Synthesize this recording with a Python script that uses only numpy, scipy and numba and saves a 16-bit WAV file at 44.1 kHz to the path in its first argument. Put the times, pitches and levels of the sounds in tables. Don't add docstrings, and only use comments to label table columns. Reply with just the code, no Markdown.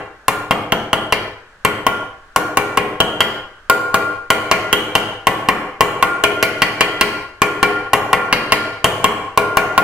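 import sys
import numpy as np
from scipy import signal
from scipy.fft import rfft, irfft, next_fast_len
from scipy.io import wavfile
from numba import njit

SR = 44100
rng = np.random.default_rng(int(sys.argv[2]) if len(sys.argv) > 2 else 0)


def to_wav(s):
    ch = np.atleast_2d(s).T
    pcm = np.round(np.clip(ch, -1, 1) * 32767)
    wavfile.write(sys.argv[1], SR, pcm.astype(np.int16))


N = 433503

# (time [s], force [dB], place on the rim [degrees clockwise from the far side], squareness [dB])
HAMMER_TAPS = [(-0.17, -5.5, 200, -6), (0.2815, -8, 220, -0.5), (0.509, -6, 166, -6.5),
               (0.7214, -6.5, 148, -9), (0.9304, -7.8, 120, -5.5), (1.1238, -8, 86, -4),
               (1.649, -7, 18, -2.5), (1.8661, -6.5, 350, -1), (2.361, -8, 315, -1.5),
               (2.5715, -5.5, 232, 0), (2.773, -5.5, 176, -3.5), (3.003, -2.6, 130, -4),
               (3.2053, -5, 104, 0.5), (3.698, -3, 318, 1.5), (3.943, -5.5, 309, 1.5),
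               (4.3032, -4.5, 17, 2.5), (4.5136, -3.5, 26, 2.5), (4.7282, -3.5, 150, 6.5),
               (4.9525, -4.7, 117, 2), (5.2697, -2, 170, -1.5), (5.4867, -1.7, 188, -4.5),
               (5.8073, -0.5, 168, -0.5), (6.026, -4.5, 290, 5), (6.2378, -2.5, 19, 2.5),
               (6.4266, -7, 34, 4), (6.6194, -5, 63, 1.5), (6.8079, -4, 88, 4), (7.0106, -4.5, 58, 4),
               (7.4183, -5, 278, 2.5), (7.629, -2, 280, 2), (7.9331, -0.4, 200, -3), (8.13, -2.5, 260, 1),
               (8.3265, -3, 49, -4), (8.5212, -2.5, 45, 0), (8.8432, -1, 149, 0.5), (9.043, -2, 166, 3),
               (9.3752, 0, 295, -4.5), (9.5703, -2, 292, 2), (9.778, 0.5, 292, 1.5)]


def hammering(shift_hz=1500, lag_s=3.8e-5, lag_scatter_s=1.7e-5, path_count=3):
    t, size = np.arange(3 * SR // 4) / SR, 2 * SR
    out = np.zeros((2, N + size))
    phase = rng.random(len(HOUSING_MODES))
    steady, *paths = [rfft(workshop(), size) for _ in range(path_count + 1)]
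    turn = np.arctan(freqs(size) / shift_hz)
    pauses = np.diff([tap[0] for tap in HAMMER_TAPS], prepend=HAMMER_TAPS[0][0])
    for (time_s, force_db, place_deg, square_db), pause_s in zip(HAMMER_TAPS, pauses):
        spot_db = strike_spot(place_deg, square_db, pause_s)
        near, far = rfft(blow(t, spot_db, phase), size)
        direct = direct_path(size, lag_s + lag_scatter_s * rng.standard_normal())
        shifted = np.tensordot(unit(rng.standard_normal(path_count)), paths, 1)
        room = np.cos(turn) * steady + np.sin(turn) * shifted
        start = int((time_s + 1) * SR)
        out[:, start:start + SR] += undb(force_db) * irfft(near * direct + far * room, size)[:, :SR]
    return out[:, SR:SR + N]


def blow(t, spot_db, phase):
    body = bench_knock(t) + ring_wash(t, spot_db["ring"]) + chime(t, spot_db["chime"])
    return body + housing(t, spot_db, phase) + undb(spot_db["crack"]) * crack(t)


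RIM_RESPONSE = {"clank": (1, -0.5, -1, -3.5, 4, 4, 4, 5), "bell": (9.5, 3, -2.5, 3.5, -10.5, -0.5, 5.5, 10),
                "ring": (0, 5, 4.5, -7.5, 2.5, 0, 6.5, -3), "clink": (-6.5, 6.5, 4, 1.5, 1, -4.5, -0.5, -8),
                "ping": (8.5, -1, 9, 12, -1, -13, -9, -7), "crack": (-5, -2, -4, -3, -5.5, -2, -7.5, -2),
                "chime": (-5.5, 16, 12.5, 0.5, -3.5, -1.5, 5.5, 2)}
SQUARENESS_SHARE = {"clank": .39, "bell": 1, "ring": 0.44, "clink": 0.35, "ping": 0.5, "crack": 0.69,
                    "chime": 0.39}


def strike_spot(place_deg, square_db, pause_s, long_pause_s=0.27, wind_up_db=2.5):
    steps_deg = np.arange(0, 360, 45)
    spot_db = {family: np.interp(place_deg, steps_deg, db, period=360)
               + SQUARENESS_SHARE[family] * square_db for family, db in RIM_RESPONSE.items()}
    spot_db["crack"] += wind_up_db * (pause_s > long_pause_s)
    return spot_db


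# (family, frequency [Hz], energy [dB], t60 [s], radiation towards the phone [dB])
HOUSING_MODES = [("clank", 306, -15.5, 0.29, -2.5), ("clank", 415, -17, 0.38, -2),
                 ("clank", 495, -15.5, 0.24, 0), ("clank", 647, -16.5, 0.053, 0),
                 ("clank", 783, -10, 0.054, 0), ("clank", 1052, -10.5, 0.055, 0),
                 ("clank", 1092, -0.4, 0.043, 1), ("bell", 1405, -6.5, 0.48, -8),
                 ("bell", 1410, -10, 0.051, 0), ("ring", 1783, -17, 0.14, 0),
                 ("ring", 1824, -15.5, 0.11, 0), ("ring", 1978, -7, 0.13, 0), ("ring", 2142, -7.5, 0.12, 0),
                 ("ring", 1800, -19, 0.075, 0), ("ring", 2321, -7.5, 0.15, 0),
                 ("ring", 2380, -15.5, 0.17, 0), ("ring", 2462, -11.5, 0.13, -6.5),
                 ("clink", 2775, -6.5, 0.057, 5.8), ("clink", 3400, -26.5, 0.057, -1),
                 ("ping", 2960, -11, 0.071, 0.96), ("ping", 3075, -10.5, 0.051, -5),
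                 ("ping", 3200, -7.5, 0.057, -4), ("crack", 3630, -19, 0.083, 0),
                 ("crack", 4090, -15, .04, 0), ("chime", 3900, -26, 0.073, 0),
                 ("chime", 4100, -31, 0.09, 0), ("crack", 8650, -26, 0.35, 0)]


def housing(t, spot_db, phase, scatter_db=2.0, detune=0.0017, rise_s=0.00064):
    hz, db, t60, facing_db = np.transpose([mode[1:] for mode in HOUSING_MODES])
    level_jitter, pitch_jitter = rng.standard_normal((2, len(hz)))
    db = db + np.array([spot_db[mode[0]] for mode in HOUSING_MODES]) + scatter_db * level_jitter
    hz = hz * (1 + detune * pitch_jitter)
    modes = np.sin(2 * np.pi * (hz[:, None] * t + phase[:, None])) * fade(t, t60[:, None])
    modes /= np.linalg.norm(modes, axis=1, keepdims=True)
    return undb([db + facing_db, db]) @ modes * (1 - np.exp(-t / rise_s))


# (frequency [Hz], level [dB])
CRACK_EQ = [(500, -21), (2000, -15.5), (4200, -2.5), (6000, 0.5), (8500, 2), (11500, 2.5), (14000, -2.5),
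            (16000, -7.5)]


def crack(t, snap_t60=0.01, sizzle_t60=0.16, sizzle_db=-18, rise_s=0.00034, db=-1.5):
    envelope = (fade(t, snap_t60) + undb(sizzle_db) * fade(t, sizzle_t60)) * (1 - np.exp(-t / rise_s))
    return undb(db) * unit(colour(rng.standard_normal(len(t)) * envelope, CRACK_EQ))


# (frequency [Hz], level [dB])
BENCH_EQ = [(30, -10.5), (60, -8.5), (105, 2), (200, -2.5), (300, -1), (420, -2.5), (600, 0), (1000, -0.5),
            (1600, -2), (2400, -11.5), (3200, -13.5), (3700, -19.5), (9000, -43.5)]


def bench_knock(t, t60=0.09, db=3.0):
    return undb(db) * cluster(t, t60, BENCH_EQ)


# (frequency [Hz], level [dB])
WASH_EQ = [(900, -18.5), (1700, -3), (2050, -2), (2450, -2.5), (2600, -7), (3100, -3), (3600, -18),
           (7000, -29)]


def ring_wash(t, drive_db, t60=0.11, db=-4.5):
    return undb(db + drive_db) * cluster(t, t60, WASH_EQ)


# (frequency [Hz], level [dB])
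CHIME_EQ = [(2500, -32), (3900, -12.5), (4400, 3.5), (4850, 0.5), (5200, -11.5), (5600, -4), (6100, -18.5),
            (9000, -28)]


def chime(t, drive_db, t60=0.067, db=-18.5):
    return undb(db + drive_db) * cluster(t, t60, CHIME_EQ)


# (frequency [Hz], left over right [dB])
DIRECT_BALANCE = [(100, 3), (1000, 7), (2500, -1.5), (10000, -2.5)]


def direct_path(size, lag_s):
    hz = freqs(size)
    gain = undb(at(hz, DIRECT_BALANCE) / 2)
    return np.array([gain * np.exp(-2j * np.pi * hz * lag_s), 1 / gain])


# (frequency [Hz], t60 [s], echo level [dB])
ROOM_REVERB = [(60, 0.67, 0), (213, 0.4, 0), (421, 0.55, 5), (1220, 0.62, -1.5), (2930, 0.52, -3.5),
               (5860, 0.51, -6.5), (13200, 0.37, -11.5)]


def workshop(build_s=0.012, echo_db=-1.0, close_t60=0.038, close_db=-3.0, left_db=1.35, band_count=12):
    t = np.arange(SR) / SR
    noise = rfft(diffuse(SR))
    centres = np.geomspace(ROOM_REVERB[0][0], ROOM_REVERB[-1][0], band_count)
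    echo = undb(close_db) * diffuse(SR) * unit(fade(t, close_t60))
    for hz, share in zip(centres, np.eye(band_count)):
        band = irfft(noise * at(freqs(SR), np.c_[centres, share]))
        envelope = unit(fade(t, at(hz, ROOM_REVERB)) * (1 - np.exp(-t / build_s)))
        echo += band * envelope * undb(echo_db + at(hz, ROOM_REVERB, column=2))
    return echo * undb(np.array([[left_db], [-left_db]]) / 2)


# (frequency [Hz], level [dB])
ROOM_TONE_EQ = [(25, 1.5), (60, -8), (150, -17.5), (400, -20), (1000, -17), (1550, -6.5), (2100, -21),
                (4000, -28), (8500, -35.5), (15000, -50)]


def room_tone(db=-46.5):
    noise = colour(diffuse(next_fast_len(N)), ROOM_TONE_EQ)[:, :N]
    return undb(db) * noise / noise.std()


def cluster(t, t60, eq):
    half_decay = fade(t, 2 * t60)
    bins = rfft(rng.standard_normal(len(t)) * half_decay)
    even_modes = irfft(bins / np.abs(bins), len(t))
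    return unit(colour(even_modes * half_decay, eq))


def diffuse(size, null_hz=2800):
    mid, side = rfft(rng.standard_normal((2, size)))
    alike = 0.98 * np.sinc(freqs(size) / null_hz)
    mid, side = mid * np.sqrt((1 + alike) / 2), side * np.sqrt((1 - alike) / 2)
    return irfft([mid + side, mid - side], size)


def colour(x, eq):
    size = 2 * x.shape[-1]
    cepstrum = irfft(np.log(undb(at(freqs(size), eq))))
    cepstrum[1:size // 2] *= 2
    cepstrum[size // 2 + 1:] = 0
    return irfft(rfft(x, size) * np.exp(rfft(cepstrum)))[..., :size // 2]


def undb(db):
    return 10 ** (np.asarray(db) / 20)


def unit(x):
    return x / np.sqrt(np.mean(np.sum(x ** 2, axis=-1)))


def fade(t, t60):
    return np.exp(-np.log(1000) * t / t60)


def at(hz, table, column=1):
    table = np.asarray(table, float)
    return np.interp(np.log(hz + 1), np.log(table[:, 0]), table[:, column])


def freqs(size):
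    return np.arange(size // 2 + 1) * SR / size


@njit
def follow(x, attack, release):
    out, level = np.empty(len(x)), 0.
    for i in range(len(x)):
        level += (x[i] - level) * (attack if x[i] > level else release)
        out[i] = level
    return out


def scene(hammer_db=21.5):
    return undb(hammer_db) * hammering() + room_tone()


def record(dry, threshold_db=-11.5, attack_s=0.0056, release_s=0.083, slope=0.63, knee=4.0, top_hz=15900):
    envelope = follow(np.abs(dry).max(axis=0), 1 / (attack_s * SR), 1 / (release_s * SR))
    ducked = dry * np.maximum(envelope / undb(threshold_db), 1) ** -slope
    clipped = ducked / (1 + np.abs(ducked) ** knee) ** (1 / knee)
    low_pass = signal.ellip(10, 0.1, 80, top_hz, fs=SR, output="sos")
    return signal.sosfilt(low_pass, clipped)


dry = scene()
out = record(dry)
to_wav(out)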